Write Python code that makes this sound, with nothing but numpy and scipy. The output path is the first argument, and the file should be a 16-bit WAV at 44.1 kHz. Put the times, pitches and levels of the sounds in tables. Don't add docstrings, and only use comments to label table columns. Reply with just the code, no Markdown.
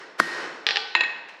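import sys
import numpy as np
from scipy import signal
from scipy.fft import rfft, irfft, next_fast_len
from scipy.io import wavfile
from scipy.ndimage import uniform_filter1d, minimum_filter1d, map_coordinates

SR = 44100
rng = np.random.default_rng(int(sys.argv[2]) if len(sys.argv) > 2 else 0)


def file_out(sig):
    cols = np.atleast_2d(sig).T
    lim = np.clip(cols, -1, 1)
    pcm = np.round(lim * 32767).astype(np.int16)
    wavfile.write(sys.argv[1], SR, pcm)


N = 61739

# (t/s, relative level/dB)
BAR_BLOWS = [(-.26, 17.5), (0.2, 24.5)]
FACE_TAPS = [(0.667, 8.5), (.6890, 6), (0.7079, 3), (0.7589, 2), (0.7701, 2.5)]
SIDE_DROPS = [(0.9511, 9.5), (0.9658, -11), (0.9741, -11.5), (1.008, 5), (1.0360, -1)]
REST_TICKS = [(1.2862, -17.5)]

# (f/Hz, relative level/dB)
BLOW_EQ = [(40, -16), (110, -24), (170, -4.5), (330, -14.5), (480, 0), (900, -0.5), (1500, 4),
           (2300, -16.5), (3400, -9.5), (4400, -4.5), (8000, -17), (11000, -19.5), (16000, -51)]
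BLOW_ROOM_EQ = [(40, -18.5), (100, -41.5), (160, -11.5), (200, -18.5), (340, -10.5), (700, -12.5),
                (1550, -7), (1860, -5.5), (2300, -13.5), (3600, -17.5), (5400, -20), (8800, -31),
                (9800, -31.5), (13000, -39.5), (16000, -61)]
TAP_EQ = [(50, -68), (200, -20.5), (450, -9), (800, -12.5), (1100, -13), (1800, 5), (2100, -2), (2700, 5),
          (3700, 2), (5300, -5.5), (6400, -23), (8500, -41.5), (16000, -65)]
TAP_ROOM_EQ = [(60, -48), (160, -13), (300, -26), (450, -2.5), (600, -21), (820, 4), (1000, -9),
               (1850, -3.5), (2130, -3.5), (2700, -1), (3500, 0), (5300, -7), (6400, -23.5), (8500, -38.5),
               (14000, -63)]
DROP_EQ = [(50, -39.5), (300, -18.5), (700, -11), (950, -0.5), (1400, -10), (1950, 2), (2650, 2.5),
           (3300, -11), (4000, 2), (4800, -17.5), (6200, -33.5), (7100, -20), (8500, -57.5), (16000, -78)]
DROP_ROOM_EQ = [(60, -39.5), (160, -21), (340, -16.5), (700, -12), (950, -5.5), (1350, -14), (1850, 2),
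                (2300, -13.5), (2620, 0.5), (3090, -18.5), (4050, -11), (4700, -22.5), (6300, -39),
                (7100, -30), (8000, -49), (14000, -63)]
TICK_EQ = [(200, -22), (2000, 13), (6000, -4), (9500, -21), (14000, -32.5)]

# (f/Hz, t60/s, then relative level/dB under a blow, a
STEEL_MODES = [(345.9, 0.62, -52, -60.5, -51), (450.5, 0.44, -81, -45.5, -60), (824, 0.29, -80, -42.5, -81),
               (836, 0.39, -81, -44.5, -47.5), (1189, .4, -68.5, -46, -65.5), (1512, 1.2, -57, -49.5, -48),
               (1576, 0.55, -48, -52.5, -58.5), (1864, 0.55, -38.5, -45, -33),
               (3354, 0.32, -70, -38.5, -44), (3405, 0.23, -83, -47, -66.5), (3620, 0.4, -69, -47, -74),
               (4130, 0.85, -66.5, -44.5, -59), (4260, 0.88, -61, -58.5, -64), (4670, .4, -75, -42.5, -76),
               (5130, 0.35, -92, -47, -58), (5360, 1.1, -67, -74, -71.5), (5650, 0.23, -82, -45, -71.5),
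               (7570, 0.27, -86, -64.5, -86), (9850, 0.17, -64, -75.5, -95.5)]
# (f/Hz, t60/s, relative level/dB)
KNOCK_MODES = [(156.2, 0.33, -47), (232.5, 0.13, -39), (318.6, 0.039, -25.5), (704, 0.012, -19),
               (1237, 0.0059, -9), (1442, 0.0097, -10), (1898, 0.016, -16.5)]
# (f/Hz, t60/s, relative level/dB)
HAMMER_MODES = [(2566, 0.54, -36), (2587, .58, -37), (2647, 0.19, -32.5), (3975, .22, -41.5),
                (7030, .12, -53.5)]
# (f/Hz, t60/s)
ROOM_DECAY = [(150, 1.11), (400, 1.64), (1100, 1.09), (2800, 0.97), (7000, 0.81), (14000, 0.34)]
# (f/Hz, relative level/dB)
AIR_EQ = [(30, -7.5), (90, -18), (160, -1.5), (900, 7), (2500, 0), (6000, -21), (15000, -49.5)]

SCUFF_S, SCUFF_DB = 0.022, -23.5
ONSET_S = 0.00048
RESONANCE_SPREAD_DB, RESONANCE_SPACING_HZ = 3.2, 22
AIR_DB = -53.5
LOW_CUT_HZ, HIGH_CUT_HZ = 189, 16950
CEILING_DB, RELEASE_DB_PER_S, CLIP_LEVEL = 0.1, 65, 0.94


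def blows():
    out, peaks = np.zeros(N), steel_resonances()
    modes = [(hz, t60, db) for hz, t60, db, _, _ in STEEL_MODES]
    swell = np.linspace(0, 1, round(SCUFF_S * SR)) ** 2
    for s, db in BAR_BLOWS:
        knock = ring(KNOCK_MODES, blur_hz=1) + amp(-5.5) * clatter(BLOW_EQ, t60=0.021)
        anvil = ring(modes, blur_hz=4.0)
        tail = amp(-9.5) * room(BLOW_ROOM_EQ, peaks, build_s=0.0018)
        add(out, s, amp(db) * (knock + anvil + tail))
        scuff = swell * noise(BLOW_ROOM_EQ)[:len(swell)]
        add(out, s - SCUFF_S, amp(SCUFF_DB) * scuff)
    return out


def taps():
    out, peaks = np.zeros(N), steel_resonances()
    modes = [(hz, t60, db) for hz, t60, _, db, _ in STEEL_MODES]
    for s, db in FACE_TAPS:
        clink = amp(2) * click(TAP_EQ) + amp(-1) * clatter(TAP_EQ, t60=0.034)
        anvil = ring(modes, blur_hz=2.7)
        tail = amp(-5) * room(TAP_ROOM_EQ, peaks, build_s=0.0038)
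        add(out, s, amp(db) * (clink + anvil + tail))
    return out


def drops():
    out, peaks = np.zeros(N), steel_resonances()
    modes = [(hz, t60, db) for hz, t60, _, _, db in STEEL_MODES] + HAMMER_MODES
    for s, db in SIDE_DROPS:
        clank = amp(-2.5) * click(DROP_EQ) + amp(1.5) * clatter(DROP_EQ, t60=0.025)
        steel = ring(modes, blur_hz=0.35)
        tail = amp(-3.5) * room(DROP_ROOM_EQ, peaks, build_s=0.0027)
        add(out, s, amp(db) * (clank + steel + tail))
    return out


def ticks():
    out = np.zeros(N)
    for s, db in REST_TICKS:
        touch = clatter(TICK_EQ, t60=0.082)
        tail = amp(1.5) * room(TICK_EQ, steel_resonances(), build_s=0.00305)
        add(out, s, amp(db) * (touch + tail))
    return out


def ring(modes, blur_hz):
    t = np.arange(N) / SR
    out = np.zeros(N)
    for hz, t60, db in modes:
        drift = np.cumsum(rng.standard_normal(N)) * np.sqrt(2 * np.pi * blur_hz / SR)
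        phase = 2 * np.pi * hz * t + uniform_filter1d(drift, size=256)
        out += amp(db + rng.normal() - 60 * t / t60) * np.sin(phase)
    attack = 1 - np.exp(-(t / ONSET_S) ** 2)
    return out * attack


def click(eq, size=4096):
    gain = amp(curve_at(eq, np.fft.rfftfreq(size, 1 / SR)))
    cepstrum = irfft(np.log(gain))
    cepstrum[1:size // 2] *= 2
    cepstrum[size // 2 + 1:] = 0
    pulse = irfft(np.exp(rfft(cepstrum)))
    return np.pad(pulse, (0, N - size)) / np.linalg.norm(pulse)


def clatter(eq, t60):
    t = np.arange(N) / SR
    burst = rng.standard_normal(N) * amp(-60 * t / t60)
    body = signal.fftconvolve(burst, click(eq))[:N]
    return body / np.linalg.norm(body)


def steel_resonances():
    hz = np.fft.rfftfreq(N, 1 / SR)
    knots = rng.standard_normal(int(hz[-1] / RESONANCE_SPACING_HZ) + 4)
    spread_db = RESONANCE_SPREAD_DB * np.minimum(hz / 3000, 1)
    return amp(spread_db * map_coordinates(knots, [hz / RESONANCE_SPACING_HZ]))


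def room(eq, peaks, build_s, size=512):
    hz, t, spectra = signal.stft(noise(eq, peaks), SR, nperseg=size)
    decay = amp(-60 * t / curve_at(ROOM_DECAY, hz)[:, None])
    tail = signal.istft(spectra * decay, SR, nperseg=size)[1][:N]
    tail *= 1 - np.exp(-np.arange(N) / SR / build_s)
    return tail / np.linalg.norm(tail)


def workshop_air():
    return amp(AIR_DB) * noise(AIR_EQ)


def noise(eq, peaks=1):
    gain = peaks * amp(curve_at(eq, np.fft.rfftfreq(N, 1 / SR)))
    x = irfft(rfft(rng.standard_normal(N)) * gain, N)
    return x / np.sqrt(np.mean(x ** 2) + 1e-20)


def amp(db):
    return 10 ** (np.asarray(db) / 20)


def curve_at(points, hz):
    f, values = np.transpose(points)
    return np.interp(np.log(hz + 1), np.log(f + 1), values)


def add(out, s, x):
    i = round(s * SR)
    x, i = x[max(-i, 0):], max(i, 0)
    out[i:i + len(x)] += x[:N - i]


def scene():
    return (blows() + taps() + drops() + ticks() + workshop_air())[None]


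def record(dry):
    low_cut = signal.butter(2, LOW_CUT_HZ, "high", fs=SR, output="sos")
    x = signal.sosfilt(low_cut, dry[0])
    over_db = np.maximum(20 * np.log10(np.abs(x) + 1e-9) - CEILING_DB, 0)
    recovery_db = RELEASE_DB_PER_S * np.arange(N) / SR
    duck_db = np.maximum.accumulate(over_db + recovery_db) - recovery_db
    smooth_gain = uniform_filter1d(minimum_filter1d(amp(-duck_db), size=33), size=33)
    x = np.clip(x * smooth_gain, -CLIP_LEVEL, CLIP_LEVEL)
    size = next_fast_len(N + SR // 2)
    passband = np.fft.rfftfreq(size, 1 / SR) < HIGH_CUT_HZ
    return irfft(rfft(x, size) * passband, size)[None, :N]


dry = scene()
out = record(dry)
file_out(out)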